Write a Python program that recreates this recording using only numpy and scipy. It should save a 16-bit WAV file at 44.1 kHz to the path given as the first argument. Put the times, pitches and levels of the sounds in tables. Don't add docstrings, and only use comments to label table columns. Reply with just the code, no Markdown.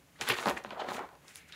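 import sys
import numpy as np
from scipy import signal
from scipy.fft import rfft, irfft
from scipy.io import wavfile

SR = 44100
rng = np.random.default_rng(int(sys.argv[2]) if len(sys.argv) > 2 else 0)


def transcribe(signal):
    frames = np.atleast_2d(signal).T
    limited = np.clip(frames, -1, 1)
    pcm = np.round(limited * 32767).astype(np.int16)
    wavfile.write(sys.argv[1], SR, pcm)


N = 68355
T = np.arange(N) / SR

ROOM_TONE_COLOUR = [(30, -37), (50, -5), (75, -2), (110, -12), (160, -2.5), (210, -14.5), (270, -7.5),
                    (400, -15.5), (650, -15), (1000, -18), (2000, -32), (5000, -27.5), (10000, -26.5),
                    (15500, -28.5)]
ROOM_FADE = [(100, 0.4), (500, 0.41), (2000, 0.34), (6000, 0.36), (16000, 0.4)]
ECHOES = [(.0047, 0.088), (.0083, 0.11), (0.0106, .13), (0.016, 0.09)]
MIC_COLOUR = [(50, -1), (200, 0.5), (290, -1.5), (400, 0.5), (900, -1), (1700, -1.5), (2600, -1.5),
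              (5500, -2.5), (7000, -3), (8300, -5.5), (10500, -3), (14000, -3), (15800, -7)]

WHOOSH = [(0.699, -64, 710), (.765, -47.5, 870), (.80, -46, 784), (.84, -49.5, 815), (.90, -45, 835),
          (.96, -51, 900), (1.005, -43, 960), (1.09, -59.5, 950), (1.145, -55.5, 676), (1.198, -79, 740)]
PUSHES = [(.214, -51.5, 132, 0.031), (0.292, -43.5, 124.4, 0.034), (.298, -36.5, 388, 0.014),
          (.457, -40, 218, 0.036), (.488, -31, 234, 0.0082), (0.486, -49.5, 119, 0.022),
          (.515, -52.5, 77.6, 0.033), (.652, -53.5, 209.5, 0.046), (.703, -58, 246, 0.022),
          (.878, -48, 244, 0.025), (.905, -46, 197, 0.011), (0.947, -39, 221, 0.0079),
          (.95, -61.5, 89, 0.038), (0.528, -51, 229.6, 0.033), (.995, -55, 201, 0.022)]

FLEX_LEVELS = [(0, -79), (.17, -98), (.205, -45), (.225, -54), (.265, -47.5), (.31, -34.5), (.365, -55),
               (.40, -41), (.45, -41), (.49, -37), (.545, -45), (.59, -43), (.635, -68), (.69, -50.5),
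               (.73, -45), (.85, -50), (.895, -47.5), (.955, -46), (1.0, -42), (1.045, -49), (1.095, -66.5),
               (1.19, -73), (1.25, -62), (1.45, -103)]
FLEX_COLOUR = [(50, -34), (130, -16), (230, -4.5), (420, -1), (600, -2), (900, -2), (1300, -5), (2200, -15),
               (4000, -27.5), (8000, -65), (16000, -65)]
RUB_LEVELS = [(0, -85), (.14, -73), (.205, -52.5), (.222, -39), (.25, -43.5), (.28, -36), (.31, -38),
              (.34, -36), (.365, -45), (.385, -34), (.41, -44.5), (.45, -45.5), (.49, -37), (.55, -69),
              (.58, -54), (.635, -67.5), (.658, -45), (.685, -65.5), (.725, -49.5), (.77, -64.5),
              (.805, -42.5), (.825, -51.5), (.87, -53), (.893, -41.5), (.915, -46.5), (.96, -46),
              (1.0, -60), (1.07, -70), (1.19, -87), (1.55, -91)]
RUB_COLOUR = [(100, -22), (500, -22), (1200, 5), (2000, 0), (2800, -0.5), (4200, -2), (5300, -12.5),
              (7500, -15), (10500, -24.5), (16000, -40)]
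SCRAPE_LEVELS = [(0, -78), (.2, -68.5), (.218, -39.5), (.245, -52), (.275, -42.5), (.302, -46), (.325, -50),
                 (.355, -50), (.385, -46.5), (.445, -52.5), (.5, -48), (.555, -66), (.575, -50.5),
                 (.63, -82), (.865, -70), (.895, -55), (.935, -52), (.965, -50), (1.025, -78), (1.55, -83)]
SCRAPE_COLOUR = [(500, -32), (2500, -19), (5000, -1), (7000, 4), (10000, -0.5), (13000, -11.5), (16000, -6)]
SETTLE_LEVELS = [(1.17, -69.5, -75.5), (1.274, -61.5, -64), (1.285, -57, -54.5), (1.341, -60, -61),
                 (1.372, -59, -47), (1.41, -59, -69), (1.46, -69.5, -82), (1.491, -57, -60.5),
                 (1.515, -59.5, -69), (1.55, -52.5, -61)]
SETTLE_COLOUR = [(200, -12), (1000, -7.5), (1500, 3.5), (2300, 3), (3100, -1), (4200, -5), (6000, -17),
                 (16000, -79)]
# t/s, level/dB, f/Hz, half length/s, Q (higher = clearer pitch)
SCUFFS = [(.2855, -35, 2000, 0.0029, 8.1), (.321, -34.5, 2440, 0.0036, 1.5),
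          (0.341, -38, 2000, 0.0066, 3.6), (.573, -36, 1900, 0.0039, 3.3), (0.82, -32.5, 780, 0.0039, 1.8),
          (.807, -44, 2980, 0.0087, 4.5), (.936, -45, 5400, 0.0023, 3.7), (.99, -46.5, 1480, 0.0075, 0.97),
          (.316, -40, 3900, 0.0055, 3), (0.308, -31, 2740, 0.012, 3.5), (.2178, -44, 340, 0.0052, 0.84),
          (0.16, -61.5, 1770, 0.0055, 11), (.2894, -30, 11500, 0.00062, 3.7),
          (0.3, -39.5, 10700, 0.011, 4.3), (0.58, -45, 6870, .0006, 13), (1.418, -59.5, 2230, 0.047, 6),
          (0.933, -57.5, 15000, 0.033, 2), (.8035, -36.5, 790, 0.0077, 4.7), (0.64, -49, 5900, 0.0014, 2.8),
          (1.532, -50, 3740, .009, 16), (1.54, -55.5, 1420, .0053, 4.2), (1.358, -36, 10000, 0.0006, 8),
          (1.6, -58, 9400, .016, 6.7)]

# f/Hz, level/dB, time to fade by 60 dB t/s
BODY_NOTES = [(124, -18, 0.29), (219, -9, 0.091), (352.5, -6, 0.16), (468, -25, 0.58), (573.5, -6.5, 0.07),
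              (767, -7.5, 0.12), (1000, -9, 0.067), (1477, -14, 0.2), (1835, -6.5, 0.14),
              (2490, -10, 0.089), (2696, -8.5, 0.074)]
# t/s, level/dB, f/Hz, crack level/dB within the snap, crumple length/s
SNAPS = [(.2115, -31, 5840, -20, 0.00032), (.2127, -28.5, 2660, -24, 0.0012),
         (.2172, -31, 2010, -32, .0039), (.2235, -36, 2100, -40, 0.0027), (.2888, -25, 4400, 0.5, 0.00064),
         (.2986, -25.5, 1270, -23, 0.0007), (.3003, -27.5, 2900, -25, 0.00055),
         (.3020, -23.5, 2530, -36, 0.00079), (.3052, -24.5, 2800, -31, 0.00049),
         (.3078, -32, 2520, -37, 0.001), (.3115, -34, 2900, -32, .0006), (.3240, -32.5, 2290, -15, .00043),
         (.3540, -34, 1750, -43, 0.0014), (.3860, -32, 2520, -30, 0.001), (.4275, -33, 1620, -48, 0.001),
         (.4972, -39, 11300, -13, 0.00055), (.4578, -35, 4200, -27, .0003), (.4853, -31, 4830, -7, .0003),
         (.5035, -36.5, 3300, -12, .00036), (.5125, -53, 3500, -33, 0.00042),
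         (.5715, -45, 2060, -48, 0.0012), (.5752, -33, 2080, -42, 0.0018), (.7065, -39, 2340, -46, 0.0012),
         (.7270, -49, 1860, -41, .002), (.8870, -33.5, 1560, -34, 0.003), (.8925, -47, 1490, -28, 0.0025),
         (.9468, -40, 2370, -14, .00048), (.9690, -42.5, 2520, -19, 0.0017),
         (.9925, -43, 1330, -19.5, .0015), (1.090, -50.5, 1540, -25, .00092),
         (1.2818, -46, 4600, -30, 0.001), (1.3578, -43.5, 4100, -7, 0.00035),
         (1.5237, -41.5, 3330, -41, 0.0012), (.6477, -41, 1880, -42, 0.00049)]
# t/s, level/dB, f/Hz, crack level/dB within the flap, crumple length/s
FLAPS = [(.2140, -38.5, 513, -42, 0.0014), (.3015, -25.5, 1140, -26, 0.00035),
         (.3265, -33, 426, -40, 0.00083), (.3875, -34, 760, -38, 0.00095), (.4579, -27, 830, -25, 0.0002),
         (.4603, -25.5, 1060, -25, 0.00052), (.4665, -35, 900, -24, .0005), (.4698, -24, 880, -25, 0.00036),
         (.4754, -28, 650, -16, 0.00025), (.4798, -24, 1010, -30, 0.0003), (.4852, -28.5, 734, -16, .0003),
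         (.4905, -36.5, 1080, -43, 0.00042), (.4972, -29, 660, -13, 0.00023),
         (.5015, -30, 468, -40, 0.0014), (.5095, -29, 1120, -22, 0.0025), (.6478, -34.5, 700, -34, 0.00044),
         (.7085, -38.5, 1090, -24, .002), (.6615, -43, 1470, -28, .001), (.8450, -36, 740, -34, 0.0033),
         (.8865, -33.5, 730, -38, 0.00018), (.9183, -30.5, 870, -37, 0.0011),
         (1.131, -53.5, 730, -42, 0.0028), (1.153, -53.5, 620, -21, 0.0029)]

BEND_DELAY_S = .00065


def amp(db):
    return 10 ** (np.asarray(db) / 20)


def unit(x):
    return x / np.sqrt(np.mean(x ** 2) + 1e-20)


def look_up(points, hz):
    f, value = np.transpose(points)
    return np.interp(np.log(hz + 1), np.log(f + 1), value)


def add(mix, start_s, sound):
    part = mix[max(round(start_s * SR), 0):][:len(sound)]
    part += sound[:len(part)]


def tint(x, colour):
    gains = amp(look_up(colour, np.fft.rfftfreq(len(x), 1 / SR)))
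    return unit(irfft(rfft(x) * gains, len(x)))


def room_tone(level_db=-63):
    return amp(level_db) * tint(rng.standard_normal(N), ROOM_TONE_COLOUR)


def room_echo(x, tail_db=-12.5, build_s=0.0089):
    t = T[:SR // 2]
    hz, times, noise = signal.stft(rng.standard_normal(len(t)), SR, nperseg=256)
    fade = amp(-60 * times / look_up(ROOM_FADE, hz)[:, None])
    tail = signal.istft(noise * fade, SR, nperseg=256)[1][:len(t)]
    tail *= np.minimum(t / build_s, 1) ** 2
    response = amp(tail_db) * tail / np.linalg.norm(tail)
    for delay, gain in ECHOES:
        add(response, delay, gain * np.array([1, 2, 1]) / 4)
    return x + signal.fftconvolve(x, response)[:N]


def resonance(f, pitch_hz, q, low_ratio=0.075, top_ratio=2.23):
    s = 1j * f / pitch_hz
    peak = s / q / (1 + s / q + s * s)
    top = s / top_ratio
    treble_cut = 1 / ((1 + .765 * top + top * top) * (1 + 1.848 * top + top * top))
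    bass_cut = s / (s + low_ratio)
    return peak * treble_cut * bass_cut


def flutter(depth_db, step_s=0.0066):
    times = np.arange(0, 2, step_s)
    wobble = rng.standard_normal(N)[:len(times)]
    return amp(depth_db * np.interp(T, times, wobble))


def whoosh(q=2.4):
    at, db, hollow_hz = np.transpose(WHOOSH)
    hz, times, noise = signal.stft(rng.standard_normal(N), SR, nperseg=512)
    hollow = abs(resonance(hz[:, None], np.interp(times, at, hollow_hz), q))
    rush = signal.istft(noise * hollow, SR, nperseg=512)[1][:N]
    loudness = amp(np.interp(T, at, db)) * (T > at[0]) * (T < at[-1])
    return unit(rush * flutter(depth_db=1)) * loudness


def pushes(rise_s=0.0057, roughness=0.83, wobble_hz=70):
    out, t = np.zeros(N), T[:SR // 4]
    smoothing = signal.butter(2, wobble_hz, fs=SR, output="sos")
    for at, db, pitch_hz, length in PUSHES:
        puff = unit(signal.sosfilt(smoothing, rng.standard_normal(len(t))))
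        phase = 2 * np.pi * pitch_hz * t
        thud = unit(np.sin(phase) + roughness * puff * np.cos(phase))
        rise_and_fall = np.minimum(t / rise_s, 1) / (1 + (t / length) ** 4)
        add(out, at, amp(db) * thud * rise_and_fall)
    return out


def friction(levels, colour, flutter_db, slips_per_s=14000, spread_db=2):
    slips = rng.standard_normal(N) * (rng.random(N) < slips_per_s / SR)
    slips *= amp(spread_db * np.minimum(rng.exponential(1, N), 4))
    loudness = amp(np.interp(T, *np.transpose(levels)))
    return tint(slips * flutter(flutter_db), colour) * loudness


def settling():
    levels = np.array(SETTLE_LEVELS)
    rustle = friction(levels[:, [0, 1]], SETTLE_COLOUR, flutter_db=1.0)
    hiss = friction(levels[:, [0, 2]], SCRAPE_COLOUR, flutter_db=2.1)
    return rustle + hiss


def scuffs():
    out, f = np.zeros(N), np.fft.rfftfreq(N, 1 / SR)
    for at, db, pitch_hz, half_length, q in SCUFFS:
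        swell = np.exp(-((T - at) / half_length) ** 2 / 2)
        scuff = irfft(rfft(rng.standard_normal(N) * swell) * resonance(f, pitch_hz, q), N)
        out += amp(db) * scuff * np.linalg.norm(swell) / np.linalg.norm(scuff)
    return out


def body_ring(pops, level_db=-14):
    t = T[:SR // 3]
    response = np.zeros(len(t))
    for hz, db, fade_s in BODY_NOTES:
        note = np.cos(2 * np.pi * hz * t) * amp(-60 * t / fade_s)
        response += amp(db) * note / np.linalg.norm(note)
    return signal.fftconvolve(pops, response * amp(level_db))[:N]


def buckle(pitch_hz, crack_db, crumple_s, q, crack_top_hz, size=2048):
    t, f = np.arange(size) / SR, np.fft.rfftfreq(size, 1 / SR)
    crumple = rng.standard_normal(size) * np.exp(-t / crumple_s)
    force = .75 * np.sqrt(crumple_s * 1000) * crumple / np.linalg.norm(crumple)
    force[0] += 1
    top = 1j * f / crack_top_hz
    crack = amp(crack_db) * 1j * f / (pitch_hz + 1j * f) / (1 + np.sqrt(2) * top + top ** 2)
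    lag = np.exp(-4j * np.pi * BEND_DELAY_S * rng.uniform(.8, 1.2) * np.sqrt(1000 * f))
    pop = irfft(rfft(force) * (resonance(f, pitch_hz, q) + crack) * lag)
    return pop / np.linalg.norm(pop) * np.sqrt(SR / 500)


def buckles(table, q, crack_top_hz):
    out = np.zeros(N)
    for at, db, pitch_hz, crack_db, crumple_s in table:
        pop = buckle(pitch_hz, crack_db, crumple_s, q, crack_top_hz)
        add(out, at - BEND_DELAY_S / 2, amp(db) * pop)
    return out


def scene():
    snaps = buckles(SNAPS, q=2.64, crack_top_hz=10900)
    flaps = buckles(FLAPS, q=1.82, crack_top_hz=5600)
    page = snaps + flaps + body_ring(snaps + flaps) + scuffs() + pushes() + whoosh()
    page += friction(FLEX_LEVELS, FLEX_COLOUR, flutter_db=3.0)
    page += friction(RUB_LEVELS, RUB_COLOUR, flutter_db=3.5)
    page += friction(SCRAPE_LEVELS, SCRAPE_COLOUR, flutter_db=2.6)
    page += settling()
    return (room_echo(page) + room_tone())[None]


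def record(dry):
    low_hz, high_hz = 50, 15780
    mic_gains = amp(look_up(MIC_COLOUR, np.fft.rfftfreq(2 * N, 1 / SR)))
    coloured = irfft(rfft(dry, 2 * N) * mic_gains)[:, :N]
    bass_cut = signal.butter(4, low_hz, "high", fs=SR, output="sos")
    treble_cut = signal.firwin(511, high_hz, window=("kaiser", 9), fs=SR)
    return signal.oaconvolve(signal.sosfilt(bass_cut, coloured), treble_cut[None], "same")


dry = scene()
out = record(dry)
transcribe(out)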